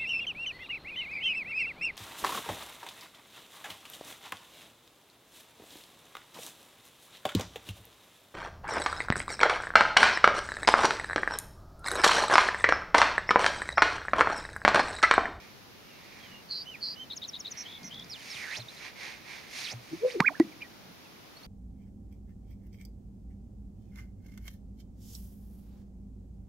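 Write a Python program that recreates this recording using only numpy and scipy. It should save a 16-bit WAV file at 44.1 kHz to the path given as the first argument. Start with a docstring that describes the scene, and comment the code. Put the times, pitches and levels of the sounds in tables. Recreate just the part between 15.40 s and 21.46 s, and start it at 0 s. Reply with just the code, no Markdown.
"""A male sage-grouse displays close by on a quiet, open plain, over faint air and the murmur of far grouse.
First his wings swish over stiff breast feathers. Far birds call, and a sparrow buzzes, trills and warbles.
Then his air sacs fill with soft thuds, while his wings rasp over ridged feathers and his breast puffs air.
Last come three coos, a pop of taut sac skin, a looping whistle and a second pop; far birds call on."""
import sys
import numpy as np
from scipy import signal
from scipy.fft import rfft, irfft
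from scipy.io import wavfile
from scipy.ndimage import uniform_filter1d

SR = 44100
rng = np.random.default_rng(int(sys.argv[2]) if len(sys.argv) > 2 else 0)


def to_wav(sig):
    """Store sig (one row per channel, or 1-D mono) as 16-bit WAV at the path in sys.argv[1].

    Samples outside -1..1 are clipped; the rate is SR.
    """
    pcm = np.clip(np.atleast_2d(sig), -1, 1) * 32767
    pcm = np.round(pcm).astype(np.int16)
    wavfile.write(sys.argv[1], SR, pcm.T)  # frames by channels


N = 267466
TIME = np.arange(N) / SR
BINS_HZ = np.fft.rfftfreq(N, 1 / SR)


def gain_of(db):
    """Turns decibels into a number to multiply by."""
    return 10 ** (np.asarray(db) / 20)


def evened(x):
    """Scales x to an average (rms) size of 1."""
    return x / np.sqrt(np.mean(abs(x) ** 2) + 1e-20)


def read(points, hz):
    """Looks up a table at the frequencies hz, with octaves evenly spaced."""
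    known_hz, value = np.transpose(points)
    return np.interp(np.log(hz + 1), np.log(known_hz + 1), value)


def follow(rows, t):
    """Reads every column of a curve at the times t."""
    times, *columns = np.transpose(rows)
    return [np.interp(t, np.sort(times), column) for column in columns]


def add(mix, start_s, sound):
    """Adds a sound to the mix at start_s."""
    part = mix[max(round(start_s * SR), 0):][:len(sound)]
    part += sound[:len(part)]


def coloured(x, spectrum):
    """Gives x a balance of bass and treble, at an average size of 1."""
    return evened(irfft(rfft(x) * gain_of(read(spectrum, BINS_HZ)), N))


def drift(size, per_s):
    """A random wander that takes per_s turns a second."""
    knots = rng.standard_normal(4000)
    return evened(np.interp(np.arange(size) / SR * per_s, np.arange(len(knots)), knots))


def swell(peak_s, rise_s, fall_s, shape):
    """A rounded hump of loudness, 10 dB down at rise_s before its peak and fall_s after."""
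    away = np.maximum((peak_s - TIME) / rise_s, (TIME - peak_s) / fall_s)
    return gain_of(-10 * np.minimum(abs(away) ** shape, 20))


def tone(hz, db):
    """A pure tone (a complex sine) that follows a pitch and a level, with softened ends."""
    edge = np.minimum(np.arange(len(hz)), np.arange(len(hz))[::-1]) / 40
    return np.sqrt(2) * gain_of(db) * np.minimum(edge, 1) * np.exp(2j * np.pi * np.cumsum(hz) / SR)


def fuzzy(hz, width_hz):
    """A band of noise that follows the pitch hz."""
    pole = np.exp(-np.pi * abs(width_hz) / SR)
    noise = rng.standard_normal((len(hz), 2)) @ [1, 1j]
    return evened(signal.lfilter([1], [1, -2 * pole, pole * pole], noise)) * tone(hz, 0)


def place(sound, pan_db, lead_rad=0):
    """Makes stereo: the left side is pan_db louder and, for a complex sound, lead_rad ahead."""
    side = np.array([[.5], [-.5]])
    pair = sound * gain_of(side * pan_db) * np.exp(1j * side * lead_rad)
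    return pair.real / np.cosh(pan_db * np.log(10) / 40)


def arcs(table, fade_db, shape):
    """One curve a note: the pitch bends through three values, the level falls away from its peak."""
    progress, curves = np.linspace(0, 1, 41), []
    for start_s, length_s, db, first_hz, middle_hz, last_hz, peak in table:
        bow = 2 * progress * (1 - progress) * (2 * middle_hz - first_hz - last_hz)
        hz = first_hz + (last_hz - first_hz) * progress + bow
        away = np.interp(progress, [0, np.clip(peak, 0, 1), 1], [1, 0, 1])
        curves.append(np.c_[start_s + progress * length_s, hz, db - fade_db * away ** shape])
    return curves


def notes(curves, waver, flutter_db, octave_db, smooth_samples=60):
    """Plays curves as almost pure notes that waver a little, with a weak tone one octave up."""
    out = np.zeros(N, complex)
    for rows in curves:
        t = np.arange(rows[0][0], max(rows[-1][0], rows[0][0] + .004), 1 / SR)
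        hz, db = uniform_filter1d(np.array(follow(rows, t)), size=smooth_samples, axis=1)
        hz = hz * (1 + waver * drift(len(t), 403))
        db = db + flutter_db * drift(len(t), 218)
        add(out, t[0], tone(hz, db) + tone(2 * hz, db + octave_db))
    return out


def repeated(curves, repeats):
    """Copies the curves to the time, level and pitch of each repeat."""
    return [[(start_s + t, hz * pitch, db + change_db) for t, hz, db in rows]
            for start_s, change_db, pitch in repeats for rows in curves]


# The colour of still air: frequency_hz, relative_db
AIR_COLOUR = [(20, -19), (60, -2.5), (130, 2), (280, 0.5), (500, -2.5), (1000, -5), (2100, -9),
              (3500, -9.5), (5500, -11.5), (7000, -18), (9000, -20.5), (11000, -17.5), (15500, -21.5)]
# How alike left and right are: frequency_hz, likeness (0 to 1)
AIR_LIKENESS = [(60, 0.27), (150, 0.084), (380, 0.17), (950, 0.078), (2380, 0.033), (5980, 0.039),
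                (15000, 0.03)]
def air(level_db=-52):
    """A faint outdoor wash and an even hiss, almost unrelated on the two sides."""
    left, other = rfft(rng.standard_normal((2, N)))
    likeness = read(AIR_LIKENESS, BINS_HZ)
    right = likeness * left + np.sqrt(1 - likeness ** 2) * other
    return coloured(irfft(np.array([left, right]), N), AIR_COLOUR) * gain_of(level_db)


# Swells in the far grouse's murmur: peak_s, level_db, pitch_hz, rise_and_fall_s
MURMUR_SWELLS = [(.93, -56.5, 190, 0.054), (1.7, -61.5, 239.7, 0.5), (2.455, -49, 213, .05),
                 (2.6, -53, 186.2, 0.11), (5.2, -59.5, 295.4, 0.2), (5.49, -54, 187.2, 0.058)]
def far_grouse(width_hz=120, steady_db=-69, steady_hz=210):
    """Other grouse, blurred by distance to a low murmur that swells now and then."""
    out = fuzzy(np.full(N, steady_hz), width_hz) * gain_of(steady_db)
    for peak_s, db, hz, slope_s in MURMUR_SWELLS:
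        out += fuzzy(np.full(N, hz), width_hz) * gain_of(db) * swell(peak_s, slope_s, slope_s, shape=1.9)
    return place(out, pan_db=-1)


# A wing brushes the breast: peak_s, level_db, rise_s, fall_s, extra_treble_db
WING_STROKES = [(.01, -55, .05, 0.14, -7), (.85, -54, 0.42, 0.15, -4.5), (2.21, -52, 0.16, 0.17, -4),
                (2.46, -61, 0.15, 0.58, -1), (2.97, -47.5, 0.2, 0.21, 8), (3.16, -45, 0.079, .045, 5),
                (3.33, -58, 0.087, 0.13, 10.5), (3.46, -42.5, 0.066, .05, -5),
                (3.645, -41.5, 0.077, 0.12, -3), (3.925, -45, 0.076, .14, -2.5),
                (4.2, -43.5, 0.085, 0.098, 10), (4.31, -47, 0.085, 0.032, 5.5),
                (4.57, -57, 0.19, 0.12, 7.5), (4.705, -48.5, 0.054, 0.067, 5), (5.0, -64, 0.75, .17, 9.5)]
# The colour of rubbed feathers: frequency_hz, relative_db
FEATHER_COLOUR = [(150, -20), (450, -17), (800, -7), (1400, -9.5), (1850, -0.5), (2300, 3), (3000, -7.5),
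                  (4300, -4.5), (6200, -9.5), (7500, -16), (9000, -15.5), (12000, -25.5), (15500, -46)]
# Which side the swish leans to: frequency_hz, left_minus_right_db
FEATHER_PAN = [(60, -3), (150, -5), (380, -10), (950, -1), (2380, -8.5), (5980, 2), (15000, 0)]
def wings(resting_db=-67.5, grain_db=1, likeness=0.69, treble_hz=5000):
    """Countless tiny feather barbs slip past the wing; each stroke swells out of a faint rustle."""
    low_power = treble_power = gain_of(resting_db) ** 2
    for peak_s, db, rise_s, fall_s, treble_db in WING_STROKES:
        power = (gain_of(db) * swell(peak_s, rise_s, fall_s, shape=1.8)) ** 2
        low_power = low_power + power
        treble_power = treble_power + power * gain_of(treble_db) ** 2
    slips = coloured(rng.standard_normal((2, N)) * gain_of(grain_db * drift(N, 600)), FEATHER_COLOUR)
    treble = irfft(rfft(slips) * BINS_HZ ** 2 / (BINS_HZ ** 2 + treble_hz ** 2), N)
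    centre, spread = (slips - treble) * np.sqrt(low_power) + treble * np.sqrt(treble_power)
    side = np.array([[1], [-1]])
    swish = centre + np.sqrt((1 - likeness) / 2) * side * spread
    return irfft(rfft(swish) * gain_of(side * read(FEATHER_PAN, BINS_HZ) / 2), N)


# Single far calls: start_s, length_s, level_db, first_hz, middle_hz, last_hz, peak_fraction
FAR_NOTES = [(.485, .11, -64, 2950, 2720, 2760, 0.2), (.8, 0.066, -56, 3350, 3230, 3190, 0.7),
             (.86, .15, -55.5, 3070, 2860, 2850, .5), (2.35, 0.26, -60, 2260, 2082, 1993, 0.1),
             (2.796, 0.028, -51.5, 3290, 3030, 2850, .7), (5.116, 0.03, -57, 2600, 2160, 1870, .3),
             (5.206, .019, -47.5, 2130, 2620, 3120, .5), (5.219, 0.016, -39.5, 2150, 2440, 1980, 0.7),
             (5.235, .032, -55.5, 2030, 1930, 1920, 0.55), (5.643, .034, -59, 2840, 2610, 2370, .4),
             (5.962, .028, -53.5, 4250, 4440, 4740, .35), (6.031, 0.025, -52, 4310, 4470, 4700, .3)]
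# One chirp: delay_s, length_s, level_db, first_hz, middle_hz, last_hz, peak_fraction
CHIRP_NOTE = [(0.00032, 0.0338, -47, 3380, 4220, 3100, 0.1)]
# A run of those chirps: start_s, change_db, pitch_factor
CHIRP_REPEATS = [(3.108, -2, 1), (3.194, 2.5, 0.99), (3.282, -0.5, 0.98), (3.366, -1.5, 1)]
def far_birds():
    """Birds farther off give short calls and a run of chirps that rise and fall."""
    calls = arcs(FAR_NOTES, fade_db=5.5, shape=0.9)
    chirps = repeated(arcs(CHIRP_NOTE, fade_db=10, shape=1.3), CHIRP_REPEATS)
    out = notes(calls + chirps, waver=0.0096, flutter_db=3.1, octave_db=-19.5)
    return place(out, pan_db=-3.5, lead_rad=-0.54)


# Buzzes: start_s, length_s, level_db, first_hz, last_hz, swing_hz,
# first_flicks_per_s, last_flicks_per_s, fade_db
SPARROW_BUZZES = [(1.088, 0.16, -35, 4470, 4890, 446, 193, 167, 7.5),
                  (1.407, 0.15, -34.5, 4600, 4870, 450, 143.4, 214, 8.5),
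                  (2.163, 0.074, -41, 5910, 5810, 696, 308, 273, 1.5),
                  (2.434, 0.059, -42.5, 6130, 5720, 660, 283, 269, 7),
                  (2.71, 0.035, -44.5, 5350, 4000, 400, 300, 290, 0)]
# The voice box's other side holds a note under the first two buzzes: time_s, pitch_hz, level_db
HELD_NOTES = [
    [(1.1, 4300, -45), (1.122, 4130, -39), (1.16, 4070, -42), (1.2, 4100, -49), (1.222, 3800, -56)],
    [(1.42, 4350, -41), (1.44, 4220, -38.5), (1.47, 4095, -41.5), (1.52, 4220, -47), (1.54, 4080, -52)],
]
def sparrow_buzzes(jitter=0.076, throb_db=3, rough_db=2, waver_hz=60):
    """The pitch flicks up unevenly, a few hundred times a second; each buzz starts soft, then catches."""
    out = np.zeros(N, complex)
    for start_s, length_s, db, first_hz, last_hz, swing_hz, first_rate, last_rate, fade_db in SPARROW_BUZZES:
        size = int(length_s * SR)
        progress = np.linspace(0, 1, size)
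        rate = np.linspace(first_rate, last_rate, size) * (1 + jitter * drift(size, 117))
        phase = 2 * np.pi * np.cumsum(rate) / SR
        flick = (.5 + .5 * signal.sawtooth(phase, .8)) ** 3
        flick_hz = 2 * swing_hz * np.minimum(0.43 + 2 * progress, 1)  # widens as the note takes hold
        glide_hz = first_hz + (last_hz - first_hz) * progress ** 1.4
        hz = glide_hz + flick_hz * (flick - flick.mean()) + waver_hz * drift(size, 908)
        catch_db = np.interp(progress, [0, 0.12, 0.142], [-16, -13, 0])
        shake_db = throb_db * np.sin(phase - .6) + rough_db * drift(size, 420)
        release = np.minimum((1 - progress) / 0.17, 1) ** 1.2
        buzz = tone(hz, db + catch_db - fade_db * progress + shake_db) * release
        band_hz = [min(first_hz, last_hz) - 0.74 * swing_hz, max(first_hz, last_hz) + 0.74 * swing_hz]
        throat = signal.butter(3, band_hz, "band", fs=SR, output="sos")
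        add(out, start_s, signal.sosfilt(throat, buzz))
    out += notes(HELD_NOTES, waver=0.01, flutter_db=-0.5, octave_db=-29)
    return place(out, pan_db=-2.5, lead_rad=-0.55)


# Sliding notes: start_s, length_s, level_db, first_hz, middle_hz, last_hz, peak_fraction
SLIDES = [(1.257, 0.091, -44.5, 2880, 3060, 2600, 0.28), (1.34, .02, -41.5, 2650, 2444, 2120, 0.5),
          (1.356, 0.024, -52.5, 2100, 1900, 1830, 0), (1.56, 0.087, -42.5, 2880, 3090, 3030, 0.5),
          (2.695, 0.029, -44.5, 5860, 5400, 4600, 0.4), (2.724, 0.048, -43, 4840, 3510, 2750, 0.26),
          (2.897, .044, -44, 5600, 5230, 4100, 0.5), (2.938, .04, -45, 4150, 3250, 2680, 0.1)]
def sparrow_slides():
    """The sparrow's plain whistles, most of them sliding down."""
    out = notes(arcs(SLIDES, fade_db=9, shape=1.05), waver=0.011, flutter_db=1.5, octave_db=-20.5)
    return place(out, pan_db=-5, lead_rad=-0.26)


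# Five quick notes: delay_s, length_s, level_db, first_hz, middle_hz, last_hz, peak_fraction
TRILL_NOTES = [(0, 0.0067, -37, 3350, 3880, 3370, 1), (.006, 0.017, -34, 3680, 3800, 3060, 0.44),
               (.021, 0.0077, -35.5, 4670, 3850, 3170, .4), (.029, .017, -37, 4400, 3880, 3650, .25),
               (.059, .026, -36, 7250, 6220, 4930, 0.72)]
# Each time they are sung: start_s, change_db, pitch_factor
TRILL_REPEATS = [(1.699, -1, 1.004), (1.817, -1, 0.98), (1.931, -2.5, 1.002), (2.046, -1.5, 1.02)]
def sparrow_trill():
    """A flick, three quick slides and a high falling note, sung four times over."""
    curves = repeated(arcs(TRILL_NOTES, fade_db=17, shape=1.7), TRILL_REPEATS)
    return place(notes(curves, waver=0.025, flutter_db=0.6, octave_db=-35), pan_db=1.3)


# Wobbling notes: start_s, length_s, level_db, first_hz, top_hz, dip_hz, dips_per_s
SPARROW_WARBLES = [(2.244, .148, -44.5, 3520, 4005, 663, 69), (2.501, 0.14, -44, 3510, 3985, 650, 59)]
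def sparrow_warbles(throb_db=12, climb_s=.045, jitter=0.14, waver_hz=70, rough_db=2):
    """The pitch dips again and again, and the note is loudest in each dip; no two are quite alike."""
    out = np.zeros(N, complex)
    for start_s, length_s, db, first_hz, top_hz, dip_hz, rate in SPARROW_WARBLES:
        size = int(length_s * SR)
        turns = np.cumsum(rate * (1 + jitter * drift(size, 122))) / SR
        grown = np.minimum(TIME[:size] / climb_s, 1)  # the note starts smooth and low
        flick = grown * (1 - abs(np.sin(np.pi * turns)))
        hz = first_hz + (top_hz - first_hz) * grown - dip_hz * (1 - flick) + waver_hz * drift(size, 703)
        level_db = db - throb_db * flick + rough_db * drift(size, 397)
        add(out, start_s, tone(hz, level_db) * signal.windows.tukey(size, .25))
    return place(out, pan_db=1.3)


# One tick: delay_s, length_s, level_db, first_hz, middle_hz, last_hz, peak_fraction
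TICK_NOTE = [(0.0016, 0.0063, -47.5, 9300, 5300, 5100, 0.66)]
# A run of ticks: start_s, change_db, pitch_factor
TICK_REPEATS = [(2.428, 2, 1), (2.49, -3, 0.94), (2.541, 2.5, 0.8), (2.593, 1.5, 0.99), (2.641, 1, 0.98)]
def ticking_bird():
    """Another small bird's notes drop so fast that they sound like thin ticks."""
    curves = repeated(arcs(TICK_NOTE, fade_db=13, shape=1.2), TICK_REPEATS)
    return place(notes(curves, waver=0.025, flutter_db=0.6, octave_db=-35), pan_db=1.3)


# Three thuds, then the two pops: start_s, level_db, first_hz, settled_hz, glide_s, rise_s, ring_s
SAC_BLOWS = [(2.944, -46, 149, 130, 0.013, 0.007, 0.084), (3.184, -38, 104, 123, 0.022, 0.0091, 0.2),
             (4.335, -32.5, 105, 124.3, 0.018, .014, 0.18),
             (4.8051, -13.5, 270, 128.5, 0.0045, 0.00068, 0.028),
             (4.9992, -1, 279, 350, 0.01, 0.0064, 0.046)]
def sac_booms(choke=1.07, lowest_hz=85):
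    """Each blow sets the air sacs swinging; the pitch settles, and they fade faster as the skin slackens."""
    out, t = np.zeros(N, complex), TIME[:SR // 4]
    for start_s, db, first_hz, settled_hz, glide_s, rise_s, ring_s in SAC_BLOWS:
        hz = settled_hz + (first_hz - settled_hz) * np.exp(-t / glide_s)
        swing = -1j * tone(hz, db - 60 * (t / ring_s) ** choke)  # -1j starts the wave at zero
        add(out, start_s, swing * (1 - np.exp(-t / rise_s)))
    small_body = signal.butter(2, lowest_hz, "high", fs=SR, output="sos")  # gives no deep bass
    return place(signal.sosfilt(small_body, out), pan_db=0.2, lead_rad=0.12)


# The wing's edge crosses ridged feathers, one curve a sweep: time_s, ridges_per_s, level_db
RASP_SWEEPS = [
    [(2.96, 2350, -48), (3.01, 2120, -41.5), (3.05, 1970, -41), (3.08, 1630, -45.5), (3.11, 1860, -40),
     (3.135, 2030, -37), (3.155, 2900, -41.5), (3.172, 5300, -39.5), (3.19, 6600, -41)],
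    [(4.225, 5700, -58), (4.25, 4200, -39), (4.268, 3700, -42), (4.279, 2100, -41), (4.295, 3850, -40),
     (4.312, 5050, -41.5), (4.333, 6700, -43)],
    [(4.675, 2160, -65), (4.703, 2240, -42), (4.725, 5200, -51), (4.74, 4000, -65)],
]
def feather_rasps(spread=.3, scrape_db=-7, scrape_width_hz=1500):
    """Ridges pass the wing's edge unevenly: a rough note, wider the faster it runs, and a broad scrape."""
    out = np.zeros(N, complex)
    for rows in RASP_SWEEPS:
        t = np.arange(rows[0][0], rows[-1][0], 1 / SR)
        hz, db = follow(rows, t)
        grip = rng.standard_normal((2000, 2)) @ [1, 1j]
        note = tone(hz, 0) * evened(np.interp(spread * np.cumsum(hz) / SR, np.arange(len(grip)), grip))
        scrape = gain_of(scrape_db) * fuzzy(hz, scrape_width_hz)
        contact = signal.windows.tukey(len(t), .08)  # the wing meets and leaves the ridges gently
        add(out, t[0], gain_of(db) * contact * (note + scrape) / np.hypot(1, gain_of(scrape_db)))
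    return place(out, pan_db=-6.5)


# Dull puffs: start_s, level_db, pitch_hz, width_hz, length_s
AIR_PUFFS = [(3.161, -48, 650, 450, 0.053), (4.304, -46.5, 613, 450, 0.048), (4.997, -29.5, 727, 400, .011)]
def puffs():
    """Air is pushed aside as the breast drops or the sacs collapse."""
    out = np.zeros(N, complex)
    for start_s, db, hz, width_hz, length_s in AIR_PUFFS:
        hump = np.hanning(int(length_s * SR))
        add(out, start_s, fuzzy(np.full(len(hump), hz), width_hz) * hump * gain_of(db))
    return place(out, pan_db=-4)


# One curve a coo: time_s, pitch_hz, level_db
COO_CURVES = [
    [(4.508, 359.6, -57), (4.524, 324.6, -42), (4.536, 317, -33.5), (4.55, 340, -39.5), (4.568, 380, -64)],
    [(4.59, 360.3, -66), (4.618, 420.3, -44.5), (4.635, 475, -27), (4.648, 505, -24), (4.661, 506, -23),
     (4.676, 518, -29.5), (4.69, 500, -39), (4.712, 450, -60)],
    [(4.712, 464, -61), (4.738, 490, -46), (4.751, 496, -35), (4.763, 375, -28.5), (4.776, 329, -39),
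     (4.803, 421, -35.5)],
]
# Two hums and a low echo: start_s, length_s, level_db, first_hz, middle_hz, last_hz, peak_fraction
LOW_TONES = [(4.513, 0.067, -48.5, 150, 159, 200, 0.35), (4.868, .065, -49, 230, 280, 320, 0.6),
             (5.026, .05, -45, 250, 210, 205, 0.3)]
def coos():
    """Three hollow coos, low hums under the first coo and the whistle, a low echo after the last pop."""
    curves = COO_CURVES + arcs(LOW_TONES, fade_db=9, shape=1.6)
    out = notes(curves, waver=0.0031, flutter_db=1.9, octave_db=-35, smooth_samples=300)
    return place(out, pan_db=0.5, lead_rad=-0.73)


# The sac skin snaps: start_s, peak_db, tilt_db_per_octave
SKIN_SNAPS = [(4.8019, -12, -4), (4.8045, -3.5, 1), (4.8072, -22, 10), (4.8102, -19.5, -2.5),
              (4.9996, -18.5, 7.5), (5.0012, -25, -7)]
# The colour of a snap: frequency_hz, relative_db
SKIN_COLOUR = [(100, -15), (400, -2.5), (900, 5), (1600, 4), (2250, 6.5), (3100, -15.5), (4300, -8.5),
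               (6000, -20.5), (8000, -23), (12000, -36), (16000, -68)]
def sac_snaps():
    """The pops begin with clicks of taut skin, over in about a millisecond."""
    out, hz = np.zeros(N), abs(np.fft.fftfreq(2048, 1 / SR))
    for start_s, db, tilt_db in SKIN_SNAPS:
        log_gain = np.log(gain_of(read(SKIN_COLOUR, hz) + tilt_db * np.log2(hz / 2000 + 0.13)))
        click = np.fft.ifft(np.exp(signal.hilbert(log_gain).conj())).real  # no sound before the snap
        add(out, start_s, -gain_of(db) * click / abs(click).max())
    return place(out, pan_db=-5.5)


# The whistle's path: time_s, pitch_hz, level_db
WHISTLE_CURVE = [(4.808, 870, -29.5), (4.835, 1227, -43), (4.851, 1560, -30.5), (4.87, 2542, -25.5),
                 (4.8815, 2383, -16.5), (4.892, 1147, -35.5), (4.912, 563, -45), (4.934, 890, -50.5),
                 (4.957, 1810, -47.5), (4.988, 1400, -60)]
# Faint tones under its top and with the second pop:
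# start_s, length_s, level_db, first_hz, middle_hz, last_hz, peak_fraction
FAINT_TONES = [(4.856, .034, -46, 1640, 1720, 1140, .35), (4.999, 0.027, -40, 2100, 1914, 2260, 0)]
def whistle(echo_s=0.015, echo_db=-30):
    """A whistle loops up, down and up again between the pops, and echoes off the bushes."""
    curves = [WHISTLE_CURVE] + arcs(FAINT_TONES, fade_db=11, shape=1.1)
    out = notes(curves, waver=0.0044, flutter_db=3.24, octave_db=-39, smooth_samples=200)
    add(out, echo_s, gain_of(echo_db) * out)
    return place(out, pan_db=-7.5)


# How long the plain's echo takes to fade by 60 dB: frequency_hz, fade_s
ECHO_FADES = [(150, 0.49), (400, 0.28), (1500, 0.08), (6000, 0.034)]
def plain_echoes(sound, echoes_per_s=2000):
    """Bushes and slopes send back a thin tail of echoes that lasts longest in the bass."""
    taps = rng.standard_normal((2, SR)) * (rng.random((2, SR)) < echoes_per_s / SR) * (TIME[:SR] > .004)
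    hz, t, spectra = signal.stft(taps + .5 * taps[::-1], SR, nperseg=256)
    fade = gain_of(-60 * t / read(ECHO_FADES, hz)[:, None])
    tail = signal.istft(spectra * fade, SR, nperseg=256)[1]
    return signal.fftconvolve(sound.mean(0)[None], tail / np.linalg.norm(tail[0]), axes=1)[:, :N]


def scene():
    """The grouse is near, with little echo; the small birds are farther off, with more."""
    background = air() + far_grouse()
    body = wings() + sac_booms() + feather_rasps() + puffs()
    sparrow = sparrow_buzzes() + sparrow_slides() + sparrow_trill() + sparrow_warbles()
    birds = far_birds() + sparrow + ticking_bird()
    calls = coos() + sac_snaps() + whistle()
    echoes = plain_echoes(gain_of(-33.5) * body + gain_of(-10.5) * birds + gain_of(-26.5) * calls)
    return background + body + birds + calls + echoes


# Narrow gaps in the treble: centre_hz, width_hz
TREBLE_GAPS = [(7720, 610), (9680, 700)]
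def record(dry, top_hz=15800):
    """Cuts two gaps in the treble, then removes everything above top_hz."""
    gaps = [abs(BINS_HZ - hz) / np.hypot(BINS_HZ - hz, width_hz / 2) for hz, width_hz in TREBLE_GAPS]
    notched = irfft(rfft(dry) * np.prod(gaps, axis=0) ** 2, N)
    low_pass = signal.firwin(511, top_hz, window=("kaiser", 9), fs=SR)
    return signal.oaconvolve(notched, low_pass[None], "same")


dry = scene()
out = record(dry)
to_wav(out)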